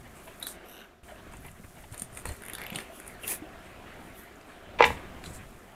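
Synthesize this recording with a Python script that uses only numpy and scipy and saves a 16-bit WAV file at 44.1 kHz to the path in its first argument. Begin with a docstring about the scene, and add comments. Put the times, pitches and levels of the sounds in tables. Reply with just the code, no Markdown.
"""In a quiet room, hands work a folded leaflet out of a thin cardboard tray and drop the tray on a table.
Sliding paper makes a bright hiss, fingers rub and bump the card, and the handling makes a low rumble.
The card creaks in tiny slips that sound as ticks; a flap scrapes and an edge squeaks as they drag.
The hollow tray lands with a deep thud and rings at each hit as it rocks and settles.
The walls echo faintly; the background hum fades away and cuts back in about a second from the start."""
import sys
import numpy as np
from scipy import signal
from scipy.fft import rfft, irfft
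from scipy.io import wavfile
from scipy.ndimage import uniform_filter1d

SR = 44100
rng = np.random.default_rng(int(sys.argv[2]) if len(sys.argv) > 2 else 0)


def waveform_to_disk(signal):
    """Save audio, clipped to [-1, 1], as 16-bit WAV at the path in sys.argv[1]."""
    frames = np.transpose(np.atleast_2d(signal))
    scaled = np.clip(frames, -1, 1) * 32767
    samples = np.round(scaled).astype(np.int16)
    wavfile.write(sys.argv[1], SR, samples)


N = 253557

# paper slides that swell and die away: peak t/s, level/dB, hiss f/Hz, 20 dB rise/s, 20 dB fall/s
PAPER_STROKES = [(.17, -56.5, 8400, 0.033, .08), (.26, -55.5, 11000, .06, 0.075),
                 (.385, -61, 10400, 0.046, .03), (.428, -45, 9650, .008, 0.044),
                 (.476, -38, 9000, 0.018, .075), (1.07, -59.5, 8760, 0.033, .15),
                 (1.32, -60, 8840, .015, .1), (1.46, -55.5, 10100, .1, .08),
                 (1.66, -63, 9400, 0.082, 0.041), (1.82, -58.5, 9350, .1, 0.063),
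                 (1.93, -49.5, 9000, 0.024, 0.049), (2.0, -47, 9050, 0.043, .03),
                 (2.03, -48, 9010, 0.032, 0.042), (2.18, -51.5, 8800, 0.065, 0.068),
                 (2.265, -47, 8900, .015, 0.15), (2.44, -62, 10300, .03, .1), (2.55, -59, 10300, .1, .2),
                 (2.775, -46.5, 9350, 0.053, .09), (2.974, -49.5, 10300, .07, 0.074),
                 (3.078, -52, 9900, 0.026, 0.091), (3.245, -44.5, 10700, 0.045, .05),
                 (3.308, -28, 10560, .055, .065), (3.65, -61, 8900, .03, .08), (4.06, -62, 9600, .1, 0.089),
                 (4.19, -50.5, 11600, .06, 0.084), (4.5, -63.5, 8400, 0.058, 0.15),
                 (4.9, -54.5, 7850, .03, 0.14), (5.26, -50, 7800, 0.034, 0.14),
                 (5.352, -46, 7900, 0.033, 0.047)]
# fingers rub the card: peak t/s, level/dB, panel ring f/Hz, 20 dB rise/s, 20 dB fall/s
RUB_STROKES = [(.06, -51.5, 2090, 0.027, 0.044), (.2, -53.5, 2260, 0.15, 0.096),
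               (.29, -53.5, 2200, 0.035, 0.098), (.42, -50, 2030, 0.014, 0.051),
               (.48, -48, 4800, .012, .07), (1.09, -50.5, 1990, 0.013, 0.083),
               (1.19, -52.5, 1900, 0.047, 0.035), (1.27, -55, 1850, .04, .04),
               (1.338, -53.5, 1900, .03, 0.065), (1.448, -51.5, 2140, 0.021, .06),
               (1.58, -56, 2020, .04, 0.032), (1.644, -51, 1840, 0.011, 0.015),
               (1.71, -59, 2350, 0.013, 0.019), (1.77, -53.5, 2430, 0.027, 0.078),
               (1.94, -50.5, 1900, 0.017, 0.092), (2.174, -47.5, 2230, 0.013, 0.033),
               (2.265, -47, 2070, 0.011, 0.027), (2.3, -47.5, 1970, 0.026, 0.082),
               (2.49, -51, 1890, 0.087, 0.12), (2.62, -47, 2030, 0.11, 0.11), (2.78, -46, 2230, 0.16, .1),
               (3.24, -46, 2730, .012, 0.07), (3.31, -41, 3000, 0.047, .06), (3.66, -57, 1940, 0.076, 0.05),
               (3.875, -52, 1720, 0.027, 0.11), (4.5, -52, 1960, .02, 0.099), (4.96, -47, 1850, 0.033, .2),
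               (5.26, -50.5, 2090, .05, 0.13), (5.4, -52.5, 1830, 0.11, 0.12)]
# tone of rubbed card: f/Hz, relative level/dB
RUB_SPECTRUM = [(150, -5), (250, 7.5), (1450, 1), (1650, 2.5), (2530, -1), (2810, -2.5), (3430, -8.5),
                (6000, -23), (7800, -81), (13200, -120)]
# restless fingers between the strokes: t/s, hiss level/dB, rub level/dB
RESTLESS_FINGERS = [(0, -60.5, -64), (.4, -58.5, -58), (.6, -77, -54.5), (.85, -85, -57.5),
                    (1.025, -90, -85), (1.04, -60, -65), (1.3, -66, -59), (1.7, -57.5, -70),
                    (2.1, -61, -59), (2.6, -55.5, -54.5), (2.9, -61, -53), (3.45, -66, -52.5),
                    (4.1, -61.5, -52.5), (4.4, -65, -56), (4.78, -72, -53.5), (5.1, -64, -50.5),
                    (5.45, -60, -58.5), (5.75, -62.5, -54.5)]
# card slips: t/s, crease level/dB, crease f/Hz, panel f/Hz, panel vs crease/dB, flap vs crease/dB
CARD_SLIPS = [(0.399, -34, 12000, 1400, -20, -27), (0.4133, -43, 12000, 1630, -4, -2),
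              (0.4271, -24.5, 10100, 1690, -13, -11), (0.4677, -18.5, 11100, 1690, -14.5, -8.5),
              (1.034, -52, 9550, 2600, 1, -12), (1.3223, -44, 8650, 1480, 0, -22),
              (1.3354, -41.5, 8350, 1540, -2, -21), (1.3687, -40, 8400, 1670, -13, -24),
              (1.4052, -47, 11900, 2060, -8, -17), (1.4638, -37, 10800, 2100, -19, -26),
              (1.514, -42.5, 8780, 2020, -22, -20), (1.924, -39, 7900, 1680, -22, -7),
              (1.9432, -33, 10200, 1730, -7, -7), (1.9778, -28, 8750, 1780, -29, -21),
              (1.996, -22.5, 8800, 2070, -34, -18), (2.0193, -18.5, 9300, 1900, -21, -21),
              (2.1721, -26.5, 8900, 2200, -5, -11.5), (2.2544, -26.5, 8750, 1700, -3.5, -12),
              (2.2644, -34, 8900, 1206, -4, -16), (2.289, -29, 8560, 2010, -20, -21),
              (2.3196, -34, 7600, 1420, -19, -17), (2.365, -39, 11100, 1630, -14, -15),
              (2.42, -37, 10300, 1670, -4, -11), (2.4356, -33, 10300, 1680, -2, -19),
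              (2.451, -32, 10400, 1740, -26, -21), (2.462, -29.5, 10400, 2390, -13, -26),
              (2.4828, -27.5, 10500, 1800, -4.5, -25), (2.4973, -29.5, 10600, 1830, -2, -31),
              (2.5334, -23.5, 10500, 1700, -22, -11), (2.5502, -24.5, 10400, 1730, -8, -7),
              (2.583, -34.5, 11100, 2030, 3, -5), (2.6156, -32.5, 10800, 1880, 4.5, -6),
              (2.636, -36, 11800, 2520, 0, -2), (2.6648, -29.5, 12000, 2680, -1.5, -13),
              (2.7013, -32.5, 11900, 2500, 2, -17), (2.7278, -39, 6850, 2530, 7.5, -11),
              (2.748, -37, 7860, 2000, 1, 6), (2.7576, -23.5, 9000, 3130, -1, -18),
              (2.786, -30.5, 8400, 2270, 5, -7), (2.803, -36, 10100, 2460, 0, -2),
              (2.9993, -32.5, 9900, 1600, -8, -29), (3.0649, -37.5, 9900, 1290, -3, -23),
              (3.0773, -28.5, 9840, 1330, -12, -27), (3.234, -34, 9500, 2680, -6, -20),
              (3.278, -18.5, 11200, 2680, -20, -11), (4.357, -50, 6600, 1260, -15, -21),
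              (4.412, -44, 5740, 1260, 0, -21), (5.239, -42, 7340, 2200, 6, 3),
              (5.2599, -37, 7840, 1750, -12, 2)]
# an edge chatters in runs of slips: start t/s, length/s, slip rate/Hz, level/dB, crease f/Hz
CHATTER_RUNS = [(2.128, 0.092, 100, -36.5, 9300), (3.02, .045, 110, -47, 9600)]
# the tray is knocked, then lands: t/s, ring level/dB, crack vs ring/dB, contact/s, hardness (0 is soft)
TRAY_HITS = [(0.273, -39, -18, .004, 0.89), (1.334, -39.5, -35, .004, 0.46), (1.446, -40, -25, .003, 0.86),
             (1.48, -43.5, -25, 0.0037, 1.1), (1.643, -47, -29, .004, 0.79), (1.836, -41, -23, 0.004, 1.08),
             (2.253, -25.5, -12, 0.0022, 0.61), (2.266, -38, -15, .008, 0.54),
             (2.289, -40, -15, .005, 0.71), (4.7862, -23.5, -45, 0.005, 1.9),
             (4.795, -19, -35, 0.0038, 0.2), (4.804, -1.5, -48, 0.0031, 0.083),
             (4.815, -17, -28, 0.003, 0.62), (4.8225, -6.5, -35, 0.0018, 1.1),
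             (4.828, -9, -32, 0.001905, 0.62), (4.838, -10, -37, 0.0012, 0.82),
             (4.84, -4.5, -28, 0.002, 1.15), (4.851, -18, -7, 0.003, 0.1), (4.858, -18, -8, .004, 0.37),
             (4.873, -23.5, -11, .006, 0.63), (4.9, -20.5, -33, 0.00455, .05)]
# the tones the tray rings at: f/Hz, width/Hz, relative level/dB
TRAY_RINGS = [(488, 45, 2), (578, 93, -2.5), (900, 79, 8.5), (986, 82, 4.5), (1135, 150, -6),
              (1360, 94, -8), (1675, 110, 4.5), (1990, 200, 6.5), (2334, 190, 7), (2630, 170, 4.5),
              (4150, 170, -33), (5750, 130, -6)]
# fingers bump the hollow tray: t/s, level/dB, f/Hz, time to fade by 60 dB/s
FINGER_BUMPS = [(0.268, -44.5, 653, 0.12), (1.032, -47, 68, 0.042), (1.088, -44.5, 702, 0.11),
                (1.119, -41.5, 613, 0.043), (1.45, -43, 128, 0.033), (1.597, -39, 188, 0.032),
                (1.644, -43.5, 88, 0.047), (1.919, -38, 104, 0.032), (2.018, -37, 195, 0.037),
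                (2.256, -36, 61, 0.045), (2.268, -38.5, 167, 0.027), (2.283, -33.5, 79, 0.061),
                (2.309, -33, 63.5, 0.04), (2.72, -32, 192, 0.04), (2.76, -34, 165, 0.029),
                (2.898, -42.5, 668, 0.055), (3.42, -36.5, 312, 0.05), (4.048, -42, 192, 0.024),
                (5.269, -37, 175, 0.037)]
# a flap scrapes inside the tray: t/s, level/dB, brightness/(dB per octave)
FLAP_SCRAPE = [(0.63, -86, 2), (0.656, -52.5, 4), (0.668, -62, 5), (0.69, -49, 4), (0.816, -51, -4.5),
               (0.862, -62, 1), (0.9, -75, -4.5)]
# the tones the flap rings at: f/Hz, width/Hz, relative level/dB
FLAP_RINGS = [(1500, 250, -5), (2900, 280, -1.5), (3680, 390, -4.5), (6000, 750, -6.5), (8250, 460, -10),
              (10300, 1200, -5), (12250, 1400, 0.5)]
# a dragging edge squeaks: t/s, level/dB, f/Hz, length/s
EDGE_SQUEAKS = [(0.424, -34.5, 3860, 0.011), (0.438, -49.5, 3880, 0.048), (2.257, -52.5, 4230, 0.052),
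                (2.47, -60, 3470, 0.37), (3.232, -39.5, 2700, 0.024), (3.295, -43, 2410, 0.037),
                (5.243, -53, 4050, 0.033)]
# low rumble of handling, with the tray's landing thud at 4.91 s: t/s, level/dB
RUMBLE_LEVELS = [(0, -51.5), (.14, -58.5), (.35, -58), (.77, -81), (1.07, -62), (1.4, -50.5), (1.62, -57),
                 (2.13, -54.5), (2.69, -57.5), (2.8, -63), (3.44, -54.5), (4.05, -58), (4.56, -66),
                 (4.76, -51), (4.91, -34), (4.98, -51), (5.3, -48.5), (5.75, -62)]
# tone of the rumble and thud: f/Hz, relative level/dB
RUMBLE_SPECTRUM = [(15, -20), (45, 0), (110, -3), (260, -12), (500, -40)]
# how long the walls echo: f/Hz, time to fade by 60 dB/s
ECHO_TIMES = [(200, 0.16), (1000, 0.22), (4000, 0.27), (12000, 0.072)]
# tone of the room hum: f/Hz, relative level/dB
HUM_SPECTRUM = [(12, -30), (20, 1), (65, -4), (130, -23), (228, 1), (270, -15.5), (399, -0.5), (434, -16.5),
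                (718, -1.5), (802, -15), (1330, -11), (2080, -16.5), (5080, -26.5), (10800, -30),
                (16000, -32.5)]
# the background fades out and cuts back in at 1.03 s; elsewhere it wavers: t/s, level change/dB
BACKGROUND_LEVELS = [(0, -3), (.55, 0.5), (0.848, -2), (1.0, -8), (1.025, -11), (1.036, -2.5), (1.3, 1),
                     (1.55, -5.5), (1.9, -4), (2.1, -1.5), (2.5, -1), (3.5, 0.5), (4.5, -2), (5.0, 2),
                     (5.4, -1), (5.75, -5.5)]
# how the microphone colours the sound: f/Hz, gain/dB
MIC_RESPONSE = [(20, 2.5), (3500, 0.5), (5200, -2), (7000, -1), (15000, -3), (16000, -16)]


def paper_hiss():
    """Fibres catch as the paper slides, making a bright hiss whose pitch moves with each stroke."""
    rest_hz = 8700
    stroke_gain, hz = strokes(PAPER_STROKES, rest_hz)
    fibres = grit(per_s=390, spread_db=-4)
    broad = unit_rms(resonate(resonate(fibres, hz, 7500), hz, 14000))
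    # a sliding sheet rings at the centre of its hiss and a little above
    slide = broad + .8 * unit_rms(resonate(broad, hz, 900))
    slide += .4 * unit_rms(resonate(broad, 1.28 * hz, 1100))
    fidget = amp(curves(RESTLESS_FINGERS)[0]) * unit_rms(resonate(fibres[::-1], rest_hz, 8000))
    return pass_band(stroke_gain * unit_rms(slide) + fidget, "high", 5000)


def card_ticks():
    """Each slip of the card is a burst of a few milliseconds that rings a crease, a panel and the flap."""
    out, slips = np.zeros(N), CARD_SLIPS + edge_chatter()
    t = np.arange(2500) / SR - .0012  # zero at the top of the burst
    decay = np.exp(-t / .002) + .045 * np.exp(-t / .016)
    shape = np.where(t < 0, np.exp(-(t / .00088) ** 2), decay)
    snap = 2.2 * np.exp(-(t / .00002) ** 2)  # the fibres let go all at once
    for s, db, hz, panel_hz, panel_db, flap_db in slips:
        burst = rng.standard_normal(len(t)) * shape + snap
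        crease = resonate(resonate(burst, hz, 1300), hz, 6000)
        panel = resonate(resonate(burst, panel_hz, 630), panel_hz, 3200)
        flap = resonate(resonate(burst, 3310, 770), 4550, 1800)
        add(out, s, peaked(tray_echo(crease, delay_s=.00042, gain=.4), db))
        add(out, s, peaked(panel, db + panel_db))
        add(out, s, peaked(flap, db + flap_db))
    return out


def edge_chatter():
    """An edge slips almost evenly, swelling and fading; each slip becomes one more row of ticks."""
    panel_hz, panel_db, flap_db, jitter_s = 1900, -18, -22, .0008
    rows = []
    for start, length, per_s, db, hz in CHATTER_RUNS:
        for s in np.arange(0, length, 1 / per_s):
            swell_db = -5 * (2 * s / length - 1) ** 2 + 1.5 * rng.standard_normal()
            when = start + s + jitter_s * rng.standard_normal()
            rows.append((when, db + swell_db, hz * rng.uniform(.92, 1.06), panel_hz, panel_db, flap_db))
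    return rows


def tray_echo(x, delay_s, gain):
    """A quick echo off the far side of the tray boosts some high tones and weakens others."""
    delay = round(delay_s * SR)
    return x + gain * np.pad(x, (delay, 0))[:len(x)]


def tray_knocks():
    """Each hit is a push plus a rattle that sets the tray ringing, with a bright crack on top."""
    out, t = np.zeros(N), np.arange(5000) / SR
    for s, db, crack_db, length, hardness in TRAY_HITS:
        rattle = rng.standard_normal(len(t))
        shape = t / length * np.exp(-t / length)
        push = 3 * (1 - np.clip(hardness, 0, 1)) * np.exp(-((t - length) / .00018) ** 2)
        force = rattle * shape - push
        db_per_octave = 4.3 * (hardness - 1.23)  # harder hits reach the higher tones
        ring = sum(amp(level + db_per_octave * np.log2(hz / 900)) * resonate(force, hz, width)
                   for hz, width, level in TRAY_RINGS)
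        # thin card gives off little bass and muffles its own treble
        ring = pass_band(pass_band(ring, "high", 400), "low", 3600)
        crack = resonate(rattle * (shape + .11 * np.exp(-t / .048)), 6400, 9000)
        add(out, s, peaked(ring, db))
        add(out, s, peaked(crack, db + crack_db))
    return out


def finger_bumps():
    """A soft finger blow starts gently and rings low, with a higher tone that dies sooner."""
    out, t = np.zeros(N), np.arange(8000) / SR
    for s, db, hz, fade_s in FINGER_BUMPS:
        rise, fall = 1 - np.exp(-t / .0048), amp(-60 * t / fade_s)
        ring = np.sin(2 * np.pi * hz * t) + .44 * fall * np.sin(2 * np.pi * 2.47 * hz * t)
        add(out, s, peaked(ring * rise * fall, db))
    return out


def card_rub():
    """Fingers rub the card in uneven puffs of noise that ring the panel under them."""
    stroke_gain, panel_hz = strokes(RUB_STROKES, rest_hz=1880)
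    friction = noise(RUB_SPECTRUM, patchy_db=3.5)
    puffs = uniform_filter1d(abs(grit(per_s=48, spread_db=4)), 300)
    rub = unit_rms(friction * puffs)
    panel = unit_rms(resonate(rub, panel_hz, 1000))
    fidget = amp(curves(RESTLESS_FINGERS)[1]) * rub[::-1]
    return stroke_gain * unit_rms(rub + .41 * panel) + fidget


def flap_scrape():
    """The flap sticks and slips unevenly; each slip is a puff of noise that makes it ring."""
    db, db_per_octave = curves(FLAP_SCRAPE)
    slip_hz = 85 * (1 + 11 * uniform_filter1d(rng.standard_normal(N), 600))
    slip_phase = (np.cumsum(slip_hz) / SR) % 1
    drag = rng.standard_normal(N) * (.13 + np.exp(-slip_phase / .35))
    ring = np.zeros(N)
    for hz, width, level in FLAP_RINGS:
        tone = unit_rms(resonate(resonate(drag, hz, width), hz, 2 * width))
        ring += amp(level + db_per_octave * np.log2(hz / 6000)) * tone
    touching = np.interp(np.arange(N) / SR, [.62, .65, .86, .92], [0, 1, 1, 0])
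    return touching * amp(db) * unit_rms(ring)


def edge_squeaks():
    """A dragging edge squeaks when its rubbing noise is held in one narrow ring."""
    out = np.zeros(N)
    for s, db, hz, length in EDGE_SQUEAKS:
        friction = rng.standard_normal(SR // 2)
        ring = resonate(resonate(friction, hz, 230), hz, 480)[-round(length * SR):]
        add(out, s, amp(db) * unit_rms(ring) * signal.windows.tukey(len(ring), .6))
    return out


def rumble_and_thud():
    """Low rumble of handling, with a deep thud as the tray lands."""
    return amp(curves(RUMBLE_LEVELS)[0]) * noise(RUMBLE_SPECTRUM, patchy_db=0)


def wall_echo(x):
    """Sound bounces off the walls many times, and each pitch range fades at its own speed."""
    bounces = np.zeros(SR // 2)
    at = np.arange(200, len(bounces) - 20, 20)
    bounces[at + rng.integers(0, 20, len(at))] = rng.choice([-1., 1.], len(at))
    hz, t, spectra = signal.stft(bounces, SR, nperseg=256)
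    fade = amp(-60 * t / at_pitch(ECHO_TIMES, hz)[:, None])
    tail = signal.istft(spectra * fade, SR, nperseg=256)[1]
    return signal.fftconvolve(x, tail / np.linalg.norm(tail))[:N]


def background_hum(level_db):
    """The whole background fades out and cuts back in at 1.03 s; elsewhere the hum wavers."""
    return amp(level_db + curves(BACKGROUND_LEVELS)[0]) * noise(HUM_SPECTRUM, patchy_db=1)


def strokes(rows, rest_hz, sharpness=1.8):
    """Gives the gain of all strokes together, and a pitch that follows the strongest one."""
    t = np.arange(0, N + 64, 64) / SR
    s, db, hz, rise, fall = np.transpose(rows)[:, :, None]
    from_peak = np.where(t < s, (s - t) / rise, (t - s) / fall)
    power = amp(db - 20 * from_peak ** sharpness) ** 2
    pitch = ((power * hz).sum(0) + 1e-9 * rest_hz) / (power.sum(0) + 1e-9)
    return [np.interp(np.arange(N) / SR, t, c) for c in (np.sqrt(power.sum(0)), pitch)]


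def grit(per_s, spread_db):
    """Catching fibres make scattered clicks of uneven size over fine noise."""
    clicks = amp(spread_db * np.minimum(rng.exponential(1, N), 5)) * (rng.random(N) < per_s / SR)
    return unit_rms(rng.standard_normal(N) * (1 + signal.lfilter([1], [1, -.97], clicks)))


def noise(spectrum, patchy_db):
    """Makes noise of a given tone, with drifting louder and softer patches."""
    real, imag, patches = rng.standard_normal((N // 256 + 5, 513, 3)).T
    patches = unit_rms(uniform_filter1d(uniform_filter1d(patches, 12, 0), 12, 1))
    db = at_pitch(spectrum, np.fft.rfftfreq(1024, 1 / SR))[:, None] + patchy_db * patches
    return unit_rms(signal.istft((real + 1j * imag) * amp(db), nperseg=1024, noverlap=768)[1][:N])


def resonate(x, hz, width):
    """Makes a sound ring at hz: shifts that pitch down to zero, smooths, and shifts back."""
    turn = np.exp(2j * np.pi * np.cumsum(hz * np.ones(len(x))) / SR)
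    decay = np.exp(-np.pi * width / SR)
    return 2 * (turn * signal.lfilter([1 - decay], [1, -decay], x / turn + 1e-18)).real


def pass_band(x, side, hz):
    """Keeps the "low" or the "high" side of hz."""
    return signal.sosfilt(signal.butter(2, hz, side, fs=SR, output="sos"), x)


def curves(rows):
    """Joins the points of a time table into one curve per column."""
    s, *columns = np.transpose(rows)
    return [np.interp(np.arange(N) / SR, s, c) for c in columns]


def at_pitch(points, hz):
    """Looks up a table at the given frequencies."""
    f, value = np.transpose(points)
    return np.interp(np.log(hz + 1), np.log(f + 1), value)


def amp(db):
    """Turns decibels into gain."""
    return 10 ** (np.asarray(db) / 20)


def unit_rms(x):
    """Scales a sound to an average strength (rms) of 1."""
    return x / np.sqrt(np.mean(x ** 2) + 1e-20)


def peaked(x, db):
    """Scales a sound to a peak level."""
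    return amp(db) * x / abs(x).max()


def add(mix, s, sound):
    """Lays a sound into the mix at s seconds."""
    part = mix[round(s * SR):][:len(sound)]
    part += sound[:len(part)]


def scene():
    """Hands and tray are close by, with the room around them."""
    hits = card_ticks() + edge_squeaks() + finger_bumps() + tray_knocks()
    room = background_hum(level_db=-53) + amp(-12) * wall_echo(hits)
    handling = paper_hiss() + card_rub() + rumble_and_thud()
    return (hits + handling + flap_scrape() + room)[None]


def record(dry):
    """The microphone lifts the bass a little and softens the treble; the very top is cut off."""
    coloured = irfft(rfft(dry) * amp(at_pitch(MIC_RESPONSE, np.fft.rfftfreq(N, 1 / SR))), N)
    top_hz = 15900
    low_pass = signal.firwin(301, top_hz, window=("kaiser", 11), fs=SR)
    return signal.oaconvolve(coloured, low_pass[None], "same")


dry = scene()
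out = record(dry)
waveform_to_disk(out)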